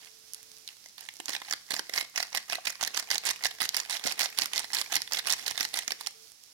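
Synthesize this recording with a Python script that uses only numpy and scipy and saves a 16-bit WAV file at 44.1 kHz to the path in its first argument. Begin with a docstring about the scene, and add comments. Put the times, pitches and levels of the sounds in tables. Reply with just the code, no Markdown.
"""A kitchen, close on a foil spice packet over a steel pan, taken in stereo on a phone.
From the start paste sizzles softly as hiss and bubble pops, and a faint far sine tone comes and goes.
First come soft handling and lone crease snaps; then the packet is shaken about six times a second.
Each shake buckles the foil: ringing creases snap, noisy walls drum, powder thuds, crinkle fills the gaps.
Pan and room throw the sounds back as random echoes; after the last stray snaps the sizzle sinks."""
import sys
import numpy as np
from scipy import signal
from scipy.fft import rfft, irfft, next_fast_len
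from scipy.io import wavfile

SR = 44100
rng = np.random.default_rng(int(sys.argv[2]) if len(sys.argv) > 2 else 0)


def to_wav(sig):
    """Store sig (one row per channel, or 1-D mono) as 16-bit WAV at the path in sys.argv[1].

    Samples outside -1..1 are clipped; the rate is SR.
    """
    pcm = np.clip(np.atleast_2d(sig), -1, 1) * 32767
    pcm = np.round(pcm).astype(np.int16)
    wavfile.write(sys.argv[1], SR, pcm.T)  # frames by channels


N = 287961
T = np.arange(N) / SR  # time axis (s)
TOP_HZ = 15900  # upper limit of the recorded band
GRAIN, LEAD = 768, 128  # length of one short sound, and room for its forerunners (samples)
REST_STRAIN_DB = -36.5  # strain that the grip alone keeps in the foil

# faint far tone: start_s, end_s, pitch_hz, level_db
FAR_TONES = [(0, 0.67, 444, -67), (2.8, 6.1, 450.2, -65), (6.129, 6.28, 445, -61.5)]
# swell and sinking of the sizzle, before its quick wavering: time_s, level_db
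SIZZLE_LEVEL = [(0, -51.5), (.5, -50.5), (.9, -50.5), (2.7, -51), (4, -50), (5.6, -47), (6.15, -51.5),
                (6.5, -52)]
# colour of the sizzle: frequency_hz, gain_db
SIZZLE_COLOUR = [(30, -5), (120, -3.5), (500, -7.5), (1300, -6), (2800, -3), (5500, 6), (8000, -2.5),
                 (10500, -1.5), (15500, -8.5)]
# shading of the left microphone by the phone's body: frequency_hz, gain_db
PHONE_SHADE = [(700, -3.5), (1300, -11.5), (2200, -2.5), (4400, -7), (8000, -9.5), (15000, -17)]
# hollow knocks of the whole packet as the powder shifts: start_s, pitch_hz, level_db
POWDER_KNOCKS = [(1.198, 327, -38), (1.29, 274, -33.5), (1.734, 257, -31), (2.2, 710, -29),
                 (2.345, 800, -31.5), (2.524, 686.6, -33), (2.583, 714, -30.5), (3.618, 233.7, -36),
                 (4.053, 243.1, -26.5), (4.418, 275.7, -33.5), (5.515, 85.16, -40), (5.603, 150.5, -37)]
# soft handling of the packet outside the shakes: start_s, end_s, crinkle_level_db (before trim)
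SOFT_HANDLING = [(.005, 0.086, -51.5), (0.346, .4, -56), (.68, .73, -54.5), (.98, 1.059, -47.5),
                 (1.455, 1.5, -45), (4.6, 4.65, -42.5), (5.38, 5.44, -42), (5.8, 5.83, -41),
                 (5.99, 6.08, -46)]
# shakes of the packet, levels before trim: start_s, end_s, crinkle_level_db, crease_level_db
PACKET_SHAKES = [(1.2828, 1.365, -38, -28), (1.5103, 1.5359, -43, -23), (1.707, 1.794, -37, -23),
                 (1.9378, 2.0114, -33.5, -24), (2.1601, 2.2282, -36.5, -23.5),
                 (2.3493, 2.374, -31.5, -21.5), (2.499, 2.554, -35.5, -26), (2.654, 2.7026, -32.5, -28.5),
                 (2.8114, 2.8755, -35.5, -24), (2.9463, 2.9987, -31, -25.5), (3.104, 3.1563, -30.5, -22.5),
                 (3.2533, 3.308, -27, -23), (3.4378, 3.4667, -27.5, -23), (3.6039, 3.655, -29.5, -25),
                 (3.7456, 3.8009, -32.5, -22.5), (3.8974, 3.969, -32, -27), (4.04, 4.122, -31, -27),
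                 (4.1935, 4.2588, -27, -23), (4.376, 4.4352, -31.5, -30.5), (4.534, 4.5943, -33, -23),
                 (4.7335, 4.8141, -30.5, -22), (4.926, 4.9676, -26.5, -22.5), (5.122, 5.1922, -31.5, -23),
                 (5.2706, 5.336, -28.5, -21.5), (5.4648, 5.5105, -32, -25), (5.5777, 5.651, -35, -23),
                 (5.741, 5.7897, -33, -22.5), (5.879, 5.92, -42, -22)]
# creases that stand out, alone or within a shake, levels before trim:
# start_s, snap_level_db, ring_pitch_hz, wall_level_db
CREASE_SNAPS = [(.335, -30.5, 10700, -63), (.3462, -32.5, 10100, -70), (.677, -32, 3920, -54),
                (.6888, -35.5, 2790, -63), (.86, -40.5, 6000, -46), (.982, -40, 4300, -47),
                (1.0088, -36, 10800, -58), (1.088, -33, 3200, -34.5), (1.2014, -31, 2840, -35.5),
                (1.2578, -29.5, 6570, -48), (1.2936, -26.5, 5370, -31.5), (1.3505, -26, 3470, -29),
                (1.418, -39, 3700, -34.5), (1.4844, -45, 4800, -37), (1.526, -22, 5330, -28.5),
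                (1.7386, -27, 4030, -39), (1.8959, -32, 3840, -32.5), (1.9776, -23, 4600, -21.5),
                (2.1771, -25, 4756, -25), (2.329, -33.5, 4587, -40), (2.5304, -27, 4363, -24),
                (2.6716, -23, 2420, -24.5), (2.8284, -22.5, 6250, -28), (2.8373, -21, 3750, -48),
                (2.9745, -22.5, 6270, -34.5), (3.1134, -18.5, 5098, -24.5), (3.181, -20.5, 4298, -47),
                (3.291, -22, 4724, -30.5), (3.4553, -20, 3969, -22.5), (3.618, -19.5, 4780, -25.5),
                (3.6912, -20, 4632, -56), (3.7674, -17.5, 5412, -30.5), (3.929, -25, 4106, -32.5),
                (4.0736, -21, 4358, -29), (4.209, -22.5, 5282, -27.5), (4.3877, -15, 4662, -35),
                (4.4201, -18.5, 5103, -31.5), (4.4581, -24, 5164, -33), (4.579, -19, 4332, -31),
                (4.644, -31.5, 3971, -35.5), (4.7483, -20.5, 4970, -62), (4.9558, -17, 5186, -31),
                (5.019, -23.5, 4904, -37.5), (5.0763, -33.5, 3595, -41.5), (5.1345, -20, 4899, -38),
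                (5.3034, -19.5, 5608, -34), (5.325, -17, 5103, -39), (5.395, -34.5, 5005, -37),
                (5.48, -20.5, 4178, -49), (5.6084, -19, 5302, -26), (6.0102, -30, 4750, -38),
                (6.0633, -29, 3260, -55), (6.0711, -21.5, 5120, -32.5)]
# drumming of the walls against the snap, varying over the take: time_s, level_db
WALL_BALANCE = [(1.3, -7.5), (2.3, -4.5), (3.3, -9.5), (4.6, -13), (5.9, -7.5)]
# colour of a crease's crack: frequency_hz, gain_db
CRACK_COLOUR = [(1500, -25.5), (3000, -8.5), (5500, 2.5), (8000, -7), (10500, -5), (15500, -15.5)]
# colour of the drumming walls: frequency_hz, gain_db
WALL_COLOUR = [(60, -17.5), (240, -6.5), (450, -8), (800, 0.5), (1350, -2), (2050, 8.5), (2900, -3.5),
               (6000, -18)]


def undb(db):
    """Decibels to gain."""
    return 10 ** (np.asarray(db) / 20)


def unit(x):
    """Scale each row to an energy of one."""
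    return x / np.sqrt(np.sum(x ** 2, axis=-1, keepdims=True))


def colour(x, points):
    """Causal, minimum-phase filter through (Hz, dB) points, along the last axis."""
    size = 2 * next_fast_len(x.shape[-1])
    hz, db = np.transpose(points)
    freqs = np.maximum(np.fft.rfftfreq(size, 1 / SR), 1)
    gain = undb(np.interp(np.log(freqs), np.log(hz), db))
    # folding the cepstrum onto positive time makes the filter causal
    cepstrum = irfft(np.log(gain))
    cepstrum[1:size // 2] *= 2
    cepstrum[size // 2 + 1:] = 0
    response = np.exp(rfft(cepstrum))
    return irfft(rfft(x, size) * response)[..., :x.shape[-1]]


def later(x, size):
    """Delay by a whole number of samples."""
    return np.roll(x, size, axis=-1) * (np.arange(x.shape[-1]) >= size)


def place(times, grains):
    """Sum short sounds (one set for each channel, or just one) into tracks at their times."""
    first = (np.maximum(times, 0) * SR).astype(int)
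    at = first[:, None] + np.arange(GRAIN)
    return np.array([np.bincount(at.ravel(), g, N)[:N] for g in grains.reshape(-1, at.size)])


def bursts(count, decay_s):
    """Rows of noise that die away at once."""
    return rng.standard_normal((count, GRAIN)) * np.exp(-np.arange(GRAIN) / SR / decay_s)


def scatter(grains, rise_s, fall_s):
    """Smear each sound by its own random cloud of tiny forerunners and echoes."""
    t = (np.arange(GRAIN // 2) - LEAD) / SR
    envelope = np.exp(np.minimum(t / rise_s, -t / fall_s))
    cloud = unit(rng.standard_normal((len(grains), len(t))) * envelope)
    return signal.fftconvolve(grains, cloud, axes=1)[:, :GRAIN]


def facing(x):
    """A low sound reaches the left microphone later and in opposite polarity."""
    return np.array([-later(x, size=18), x])


def far_tone(fade_s=.025):
    """A faint, pure tone far off comes and goes as a sine with short fades."""
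    tone = np.zeros(N)
    for start, end, hz, db in FAR_TONES:
        fade = np.clip(np.minimum(T - start, end - T) / fade_s, 0, 1)
        tone += undb(db) * np.sin(2 * np.pi * hz * T) * fade
    return tone


def kitchen(x, room_db, dull_hz, t60_s=0.36):
    """The room's dull tail: decaying, low-passed noise answers the sound after 5 ms."""
    t = T[:SR // 2]
    decay = undb(-60 * t / t60_s) * (t > .005)
    tail = unit(rng.standard_normal(len(t)) * decay)
    dulling = signal.butter(1, min(dull_hz, TOP_HZ), fs=SR, output="sos")
    tail = signal.sosfilt(dulling, tail)
    return undb(room_db) * signal.fftconvolve(x, tail)[:N]


def sizzle(count=900, pop_db=-6.5, scatter_db=6.4):
    """Moist paste on hot steel: a wavering hiss with tiny, bright bursting bubbles."""
    when, chance = rng.random((count, 2)).T
    sizes = undb(scatter_db * np.minimum(-np.log(1 - chance), 4))
    # the slope of a noise burst is brighter than the burst itself
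    bubbles = unit(np.gradient(bursts(count, 0.00022), axis=1))
    pops = place(when * N / SR, bubbles * sizes[:, None])[0]
    steps = count // 10
    waver_db = np.interp(T, np.linspace(0, T[-1], steps), rng.standard_normal(steps))
    level_db = np.interp(T, *np.transpose(SIZZLE_LEVEL)) + waver_db
    hiss = unit(rng.standard_normal(N)) + undb(pop_db) * unit(pops)
    return np.sqrt(N) * unit(colour(hiss, SIZZLE_COLOUR)) * undb(level_db)


def knocks(decay_s=0.0027, swell_s=0.0019):
    """The powder shifts and the air-filled packet thuds: three well damped drum modes."""
    out = np.zeros(N)
    t = T[:SR // 10]
    shape = np.exp(-t / decay_s) * (1 - np.exp(-t / swell_s))
    drum_modes = np.array([1, 1.59, 2.14])  # pitch ratios
    for start, hz, db in POWDER_KNOCKS:
        modes = np.sin(2 * np.pi * hz * drum_modes[:, None] * t)
        thud = drum_modes ** -2 @ modes  # higher modes are weaker
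        out[int(start * SR):][:len(t)] += undb(db) * shape / shape.max() * thud
    return facing(out)


def buckle(times, snap_db, ring_hz, wall_db, cycles=1.6, crack_db=-2.0, crack_s=0.00039,
           wall_s=0.0016, cloud_db=-1, chain_db=7, left_db=-4):
    """A crease flips: a crack and a few cycles of ring, then the slack walls drum. Returns left and right."""
    count = len(times)
    turns = np.minimum(ring_hz, TOP_HZ)[:, None] * np.arange(GRAIN) / SR
    ring = unit(np.sin(2 * np.pi * turns) * np.exp(-turns / cycles) * (1 - np.exp(-2 * turns)))
    crack = unit(colour(bursts(count, crack_s), CRACK_COLOUR))
    snap = unit(ring + undb(crack_db) * crack)
    walls = unit(colour(bursts(count, wall_s), WALL_COLOUR))
    span = .003 * SR  # levels refer to the energy of a 3 ms sound
    snap_size, wall_size = np.sqrt(span) * undb([snap_db, wall_db])[:, :, None]
    # the more the walls move, the more neighbouring creases go off too; a lone crease stays crisp
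    neighbour_gain = undb(chain_db + 0.68 * (wall_db - snap_db))[:, None]
    neighbours = neighbour_gain * scatter(snap, rise_s=0.00084, fall_s=0.0017)
    snap = snap_size * unit(later(snap, size=LEAD) + neighbours)
    # the moving packet meets new echoes from the pan each time
    echoes = undb(cloud_db) * scatter(walls, rise_s=0.0017, fall_s=0.0026)
    walls = wall_size * unit(later(walls, size=LEAD) + echoes)
    right = snap + walls
    # the left microphone is later, opposite in polarity, and hears the treble mostly by detours
    detour = np.roll(scatter(snap + .5 * walls, rise_s=0.00017, fall_s=0.0077), -LEAD, axis=1)
    direct = later(walls + 0.028 * snap, size=18)
    left = undb(left_db) * later(detour, size=22) - direct
    return place(times - LEAD / SR, np.array([left, right]))


def flexing(count=170, lead_s=0.015, below_db=-18, scatter_db=4, wall_db=3.5, ring_hz=4300):
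    """As the hand winds up for a jerk, the powder shifts and the slack walls flex with soft, dull ticks."""
    start, _, db, _ = np.transpose(PACKET_SHAKES)[:, np.arange(count) % len(PACKET_SHAKES)]
    when, size, pitch = rng.standard_normal((count, 3)).T
    size_db = db + below_db + scatter_db * np.minimum(size, 2)
    times = start - lead_s * np.abs(when)
    return buckle(times, size_db, ring_hz * np.exp(.3 * pitch), size_db + wall_db)


def settling(count=260, lag_s=0.039, below_db=-13.5, scatter_db=5, wall_db=-4, ring_hz=4400):
    """After each jerk the foil relaxes with tiny ticks."""
    _, end, db, _ = np.transpose(PACKET_SHAKES)[:, np.arange(count) % len(PACKET_SHAKES)]
    when, size, pitch = rng.standard_normal((count, 3)).T
    size_db = db + below_db + scatter_db * np.minimum(size, 2)
    times = end + lag_s * np.abs(when)
    return buckle(times, size_db, ring_hz * np.exp(.3 * pitch), size_db + wall_db)


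def crinkle(big, per_s=380, scatter_db=3.0, snap_db=-0.5, wall_db=-7, ring_hz=4700, ring_spread=0.34,
            crowd_s=0.012, crowding=0.76, lead_s=.001, trail_s=.005):
    """Many small creases give way while the packet is moved, strongest close to the big buckles."""
    snap_s, _, _, body_db = big.T
    rows = []
    for start, end, db, *_ in [*SOFT_HANDLING, *PACKET_SHAKES]:
        start, end = start - lead_s, end + trail_s
        count = max(int(per_s * (end - start)), 1)
        when, size, pitch, body = rng.standard_normal((count, 4)).T
        times = np.linspace(start, end, count) + when / per_s
        nearness = np.exp(-np.abs(times[:, None] - snap_s) / crowd_s)
        strain = nearness @ undb(body_db) ** 2 + undb(REST_STRAIN_DB) ** 2
        size_db = scatter_db * size + crowding * 10 * np.log10(strain)
        # hold the mean power of each movement at its table level
        size_db = db + size_db - 10 * np.log10(np.mean(undb(size_db) ** 2))
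        pitch_hz = ring_hz * np.exp(ring_spread * pitch)
        rows.append([times, size_db + snap_db, pitch_hz, size_db + wall_db + 2 * body])
    return buckle(*np.hstack(rows))


def creases(per_s=45, jitter=.3, scatter_db=1.0, jerk_db=-0.5, between_db=-2.5, ring_hz=4800, ring_spread=.18):
    """A crease snaps as each shake starts, another as it stops, and any others at random between.
    Returns these and the lone snaps as rows of start_s, snap_db, ring_hz, wall_db."""
    rows = [CREASE_SNAPS]
    chances = rng.standard_normal((len(PACKET_SHAKES), 20, 3))
    for (start, end, _, db), chance in zip(PACKET_SHAKES, chances):
        count = int(np.clip(1 + np.round(per_s * (end - start)), 2, 20))
        when, size, pitch = chance[:count].T
        times = np.linspace(start, end, count)
        times[1:-1] += jitter * when[1:-1] / per_s
        level_db = np.full(count, float(db))
        level_db[0] += jerk_db
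        level_db[1:-1] += between_db + scatter_db * size[1:-1]
        wall_db = level_db + np.interp(times, *np.transpose(WALL_BALANCE))
        pitch_hz = ring_hz * np.exp(ring_spread * pitch)
        rows.append(np.transpose([times, level_db, pitch_hz, wall_db]))
    return np.vstack(rows)


def snaps(big, snap_db=1.0, wall_db=2.0):
    """The loud creases, lone or in a shake, buckle with trims on snap and walls."""
    start_s, level_db, ring_hz, body_db = big.T
    return buckle(start_s, level_db + snap_db, ring_hz, body_db + wall_db)


def scene():
    """The right microphone faces the packet; the left lies in the phone's shadow and hears more of the room."""
    big = creases()
    shaded, foil = flexing() + snaps(big) + crinkle(big) + settling() + knocks()
    right = foil + kitchen(foil, room_db=-15.5, dull_hz=7240) + sizzle()
    left = colour(shaded + sizzle(), PHONE_SHADE) + kitchen(foil, room_db=-12, dull_hz=2950)
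    return np.array([left, right]) + facing(far_tone())


def record(dry):
    """The phone thins the deep bass and cuts the top steeply."""
    bass_cut = signal.butter(1, 50, "high", fs=SR, output="sos")
    top_cut = signal.ellip(10, .2, 80, TOP_HZ, fs=SR, output="sos")
    return signal.sosfilt(top_cut, signal.sosfilt(bass_cut, dry))


dry = scene()
out = record(dry)
to_wav(out)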